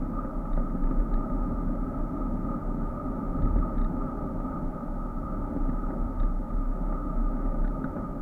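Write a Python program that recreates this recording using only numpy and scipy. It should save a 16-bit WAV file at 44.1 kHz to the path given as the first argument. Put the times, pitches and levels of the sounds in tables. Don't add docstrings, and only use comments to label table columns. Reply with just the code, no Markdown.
import sys
import numpy as np
from scipy import signal
from scipy.fft import rfft, irfft, next_fast_len
from scipy.io import wavfile
from scipy.ndimage import map_coordinates

SR = 44100
rng = np.random.default_rng(int(sys.argv[2]) if len(sys.argv) > 2 else 0)


def boost_factor(decibels):
    exponent = np.asarray(decibels, float) / 20
    return 10 ** exponent


def transcribe(signal):
    frames = np.atleast_2d(signal).T
    limited = np.clip(frames, -1, 1)
    pcm = np.round(limited * 32767).astype(np.int16)
    wavfile.write(sys.argv[1], SR, pcm)


N = 362061

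# time in seconds at which full level is reached, pitch in Hz,
# level of the tone in dB rms, hold in seconds.
SWING_SWELLS = [(0.0, 31.1, -29.5, .02), (0.155, 34.11, -31, .03), (0.375, 36.01, -29, .01),
                (0.54, 31.26, -23, 0.064), (0.714, 33, -27, .01), (0.823, 31.5, -24.5, .08),
                (0.987, 34.4, -23, 0.0091), (1.146, 32.3, -21, .01), (1.328, 34.06, -26.5, 0.1),
                (1.58, 37.05, -31, .03), (1.68, 30.6, -27.5, .01), (1.798, 35.26, -29, .01),
                (2.01, 31.33, -29.5, .04), (2.22, 36.75, -28, .01), (2.319, 33.6, -29, .01),
                (2.47, 33, -30, .02), (2.68, 33.1, -27, 0.037), (2.8, 31.74, -30.5, 0.075),
                (3.102, 39.6, -33, .01), (3.28, 33.9, -28, .01), (3.417, 35.8, -23.5, 0.055),
                (3.575, 37.4, -21.5, .01), (3.796, 31.2, -23, 0.062), (4.002, 31.64, -31.5, .01),
                (4.17, 36.2, -34, .01), (4.385, 34.5, -30, .03), (4.649, 30, -30.5, .01),
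                (4.9, 33, -31.5, 0.19), (5.166, 32.4, -31.5, .02), (5.335, 33.3, -29.5, 0.099),
                (5.62, 31, -25, 0.17), (5.861, 34.3, -31, .06), (6.012, 33.8, -25, .01),
                (6.214, 33.9, -21.5, 0.037), (6.366, 34.52, -27, 0.023), (6.549, 34.14, -23.5, 0.038),
                (6.68, 31.73, -25.5, .02), (6.818, 34, -27, .12), (7.027, 34.05, -32, 0.067),
                (7.17, 32.9, -25, .1), (7.34, 31.5, -29, .02), (7.451, 33.16, -22.5, .02),
                (7.604, 31.5, -24.5, 0.087), (8.02, 39.6, -43, .02), (8.2, 35, -33, .01)]
SWELL_RISE_DB_PER_S, SWELL_SAG_DB_PER_S, SWELL_FALL_DB_PER_S = 229, 18, 149
SWING_REST_DB = -43

# pitch in Hz, width in Hz, relative level in dB.
MOUNT_MODES = [(32.2, 13, 5), (44.4, 16, -12)]

# frequency in Hz, relative level in dB per Hz.
SWAY_SPECTRUM = [(8, -20), (16, -3.5), (24, -1), (32, -8), (45, -40), (90, -120)]
SWAY_DB = -43.5

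# time in seconds, level in dB.
ROAD_GRAIN = [(0, -35.5), (.5, -37), (.85, -33), (2, -33.5), (3.1, -33.5), (3.5, -33), (4.3, -33),
              (5.1, -37), (5.5, -33.5), (6.1, -36.5), (6.4, -40), (7.3, -33.5), (7.7, -35), (8.21, -34.5)]

# level in dB over the mean grain, share of the grain's changes, own wavering in dB.
GRAIN_FELT = [(-9.5, 0.86, 1.5), (-0.57, 0.83, 0.77), (-10, 0.44, 0.8), (-12, 0.36, 1.5), (-27.5, 0.43, .5)]

# frequency in Hz, relative level in dB per Hz.
FORK_JOLT_SPECTRUM = [(15, -23), (30, -8), (45, 2), (70, 2), (110, 0), (140, -15.5), (200, -50),
                      (400, -120)]

# pitch in Hz, width in Hz, relative level in dB.
LOW_MODES = [(144.4, 31.4, -5.5), (176.8, 33.7, -1), (229.6, 41.4, -0.5), (262.4, 25, 0.5),
             (291.4, 24.6, -2.5), (330, 24.6, -8), (386, 76.6, -12), (473.5, 16, -19)]
# pitch in Hz, width in Hz, relative level in dB.
MIDDLE_MODES = [(534.2, 51, 1), (580.4, 46, 0), (627.4, 69, -0.5), (736, 185, -9), (825, 75, -4.5),
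                (887, 83, -4), (990, 74, -12.5)]
# pitch in Hz, width in Hz, relative level in dB.
CASE_MODES = [(1224.8, 89, -1.5), (1285, 79, -4.5)]
# pitch in Hz, width in Hz, relative level in dB.
LID_MODES = [(1463, 64, 1), (1575, 236, -8.5), (1910, 640, -14.5), (2270, 520, -29)]

# time in seconds, level in dB rms.
ROAD_SEAMS = [(0.09, -46), (1.53, -33.5), (1.65, -41), (1.96, -38.5), (2.45, -39), (2.93, -38), (3.45, -29),
              (3.57, -32), (3.7, -41), (5.26, -38), (5.42, -37), (5.69, -40), (6.04, -36.5), (6.22, -38.5),
              (6.4, -39.5), (6.54, -40), (8.03, -39)]
SEAM_RISE_DB_PER_S, SEAM_FALL_DB_PER_S = 160, 159
SEAM_IN_LOW_MODES_DB = -4.5

# time in seconds, level in dB rms.
CASE_LOUD_MOMENTS = [(0.2, -41), (0.64, -47.5), (0.87, -46), (1.53, -45), (2.52, -44), (3.02, -44.5),
                     (3.2, -46), (3.63, -42), (4.02, -40), (5.04, -45.5), (5.26, -43.5), (5.42, -47),
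                     (5.83, -43.5), (6.04, -46), (6.22, -44.5), (6.97, -42.5)]
LOUD_MOMENT_RISE_DB_PER_S, LOUD_MOMENT_FALL_DB_PER_S = 127, 96

# time in seconds, then peak level in dB in the low, middle, case and lid modes.
BUMPS = [(0.246, -26.5, -35, -54, -49), (0.452, -28.5, -33, -42, -57), (0.575, -23, -25.5, -41, -44),
         (0.749, -21, -48, -51, -60), (0.909, -19.5, -50, -33, -54), (3.387, -20, -37, -38.5, -60),
         (3.454, -27, -40, -38.5, -59), (3.559, -23, -29, -42, -53), (4.399, -27, -34, -43, -62),
         (5.562, -20, -27.5, -52, -58), (5.69, -22.5, -42, -49, -57), (5.903, -31, -30, -47, -45),
         (6.502, -37, -47, -38, -60), (6.923, -32, -28, -44, -47), (7.644, -24, -42, -41, -42),
         (7.841, -21.5, -38, -33.5, -35), (7.964, -30, -30.5, -38.5, -47), (7.982, -40, -34, -45, -52)]
CHATTER_DB, CHATTER_GROWS = -54, 0.33

# time in seconds, peak level of the ring in dB.
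TICKS = [(0.5316, -56), (0.567, -65), (0.5959, -78), (0.701, -74), (0.838, -67), (0.8719, -71),
         (0.907, -67), (1.001, -66), (1.1395, -52), (1.171, -74), (1.2071, -73), (1.3, -70), (3.4215, -59),
         (3.453, -63), (3.4827, -73), (3.5865, -65), (3.781, -58), (3.8143, -57), (3.8452, -56),
         (5.697, -64.5), (6.2002, -52.5), (6.2313, -58.5), (6.5376, -70), (7.459, -72), (7.648, -63),
         (7.677, -59), (7.8425, -58)]
# pitch in Hz, width in Hz, relative level in dB.
LOOSE_PART_MODES = [(3760, 330, 0.5), (3350, 370, -7.5), (4240, 400, -8), (2900, 460, -14),
                    (5500, 800, -20)]
# pitch in Hz, width in Hz, relative level in dB.
STOP_MODES = [(1696, 200, 1.5), (1900, 330, -0.5), (2230, 850, -16)]
STOP_DB, STOP_GROWS = -50.5, 0.25

# frequency in Hz, relative level in dB per Hz.
HISS_SPECTRUM = [(1760, -9.5), (3000, -1.5), (3830, -1.5), (5060, -3.5), (8840, -3.5), (14600, -3.5),
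                 (15900, -8.5)]
HISS_DB = -73.5


def swing():
    peak_at, hz, db, hold = np.transpose(SWING_SWELLS)
    power = swells(peak_at, db, SWELL_RISE_DB_PER_S, SWELL_FALL_DB_PER_S, hold, SWELL_SAG_DB_PER_S)
    pitch_hz = np.interp(np.arange(N) / SR, peak_at + hold / 2, hz)
    return pitch_hz, 10 * np.log10(power + boost_factor(2 * SWING_REST_DB))


def swing_turns(hz):
    turns = np.cumsum(hz) / SR + 0.03 * wobble(9)
    tick_at = (np.array(TICKS)[:, 0] * SR).astype(int)
    nudge = np.unwrap(-turns[tick_at] % 1, period=1)
    return turns + np.interp(np.arange(N), tick_at, nudge)


def mount(turns, swing_db):
    angle = 2 * np.pi * (turns - 0.17)
    tone = np.sqrt(2) * (np.cos(angle) + 0.041 * np.cos(2 * angle))
    shake = boost_factor(-13) * coloured_noise(resonant(MOUNT_MODES))
    sway = boost_factor(SWAY_DB) * coloured_noise(points(SWAY_SPECTRUM))
    return boost_factor(swing_db) * (tone + shake) + sway


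def road_hum():
    grain_s, grain_points_db = np.transpose(ROAD_GRAIN)
    grain_db = np.interp(np.arange(N) / SR, grain_s, grain_points_db)
    mean_db = grain_db.mean()
    shared_waver_db = 0.33 * wobble(13)
    gains = []
    for db, share, waver_db in GRAIN_FELT:
        own_waver_db = waver_db * wobble(12)
        level_db = mean_db + db + share * (grain_db - mean_db) + shared_waver_db + own_waver_db
        gains.append(boost_factor(level_db))
    fork, low, middle, case, lid = gains

    seams = swells(*np.transpose(ROAD_SEAMS), SEAM_RISE_DB_PER_S, SEAM_FALL_DB_PER_S)
    louder = swells(*np.transpose(CASE_LOUD_MOMENTS),
                    LOUD_MOMENT_RISE_DB_PER_S, LOUD_MOMENT_FALL_DB_PER_S)
    fork = np.sqrt(fork ** 2 + seams)
    low = np.sqrt(low ** 2 + seams * boost_factor(2 * SEAM_IN_LOW_MODES_DB))
    case = np.sqrt(case ** 2 + louder)

    hum = fork * coloured_noise(points(FORK_JOLT_SPECTRUM))
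    hum += low * coloured_noise(resonant(LOW_MODES))
    hum += middle * coloured_noise(resonant(MIDDLE_MODES))
    hum += case * coloured_noise(resonant(CASE_MODES))
    hum += lid * coloured_noise(resonant(LID_MODES))
    return hum


def bump_knocks():
    times, *dbs = np.transpose(BUMPS)
    groups = [LOW_MODES, MIDDLE_MODES, CASE_MODES, LID_MODES[:2]]
    knocks = sum(struck(times, db, resonant(modes), soft=0.00034, fall=0.003, rough=0.25)
                 for db, modes in zip(dbs, groups))
    chatter_db = CHATTER_DB + CHATTER_GROWS * np.minimum(dbs[3] + 54, 6)
    chatter = struck(times, chatter_db, resonant(STOP_MODES), soft=0.0001, fall=0.004, rough=0.9)
    return knocks + chatter


def ticks(turns, swing_db):
    times, db = np.transpose(TICKS)
    stop = resonant(STOP_MODES)
    bright = struck(times, db, resonant(LOOSE_PART_MODES), soft=0.00004, fall=0.0013, rough=0.61)
    thud_db = STOP_DB + STOP_GROWS * (db + 63)
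    dull = struck(times, thud_db, stop, soft=0.00008, fall=0.0015, rough=0.65)
    touch_at = np.flatnonzero(np.diff(np.floor(turns)) > 0)
    touch_db = -61 + 0.92 * (swing_db[touch_at] + 24.5) + 3 * wobble(30)[touch_at]
    touch = struck(touch_at / SR, touch_db, stop, soft=0.0001, fall=0.0027, rough=0.8)
    return bright + dull + touch


def preamp():
    return boost_factor(HISS_DB) * coloured_noise(points(HISS_SPECTRUM))


def struck(times, dbs, body, soft, fall, rough):
    t = np.arange(SR // 40) / SR
    scrape = rng.standard_normal((len(times), len(t))) * np.exp(-t / fall) * t / fall
    push = t * np.exp(-t / soft)
    contact = (1 - rough) * unit(push) + rough * unit(scrape)
    ring = coloured(np.ones(1), body, size=4096)
    answers = signal.fftconvolve(contact, ring[None], axes=1)
    out = np.zeros(N + answers.shape[1])
    for s, db, answer in zip(times, dbs, answers):
        out[round(s * SR):][:len(answer)] += boost_factor(db) * answer / np.abs(answer).max()
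    return out[:N]


def swells(peak_at, db, rise_db_per_s, fall_db_per_s, hold=0, sag_db_per_s=0):
    knots = np.arange(0, N, 100)
    t = knots[:, None] / SR - peak_at
    rise = rise_db_per_s * np.minimum(t, 0)
    sag = sag_db_per_s * np.clip(t, 0, hold)
    fall = fall_db_per_s * np.maximum(t - hold, 0)
    power = boost_factor(2 * (db + rise - sag - fall)).sum(axis=1)
    return np.interp(np.arange(N), knots, power)


def unit(x):
    return x / np.sqrt(np.mean(x ** 2))


def wobble(rate):
    values = rng.standard_normal(int(N * rate / SR) + 4)
    return map_coordinates(values, [np.arange(N) * rate / SR])


def coloured(x, gain, size=N):
    m = 2 * next_fast_len(size // 2 + 2048)
    cepstrum = irfft(np.log(gain(np.fft.rfftfreq(m, 1 / SR)) + 1e-6), m)
    cepstrum[1:m // 2] *= 2
    cepstrum[m // 2 + 1:] = 0
    return irfft(rfft(x, m) * np.exp(rfft(cepstrum)), m)[:size]


def coloured_noise(gain):
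    return unit(coloured(rng.standard_normal(N), gain))


def points(table):
    f, db = np.transpose(table)
    return lambda hz: boost_factor(np.interp(np.log(hz + 1), np.log(f + 1), db))


def resonant(modes):
    def gain(hz):
        return np.sqrt(sum((boost_factor(db) / (1 + (2 * (hz - centre) / width) ** 2)) ** 2
                           for centre, width, db in modes))
    return gain


def scene():
    hz, swing_db = swing()
    turns = swing_turns(hz)
    mix = mount(turns, swing_db) + road_hum() + bump_knocks() + ticks(turns, swing_db) + preamp()
    return mix[None]


def top_cut(x):
    return signal.sosfilt(signal.butter(12, 16040, fs=SR, output="sos"), x)


def record(dry):
    return top_cut(dry)


dry = scene()
out = record(dry)
transcribe(out)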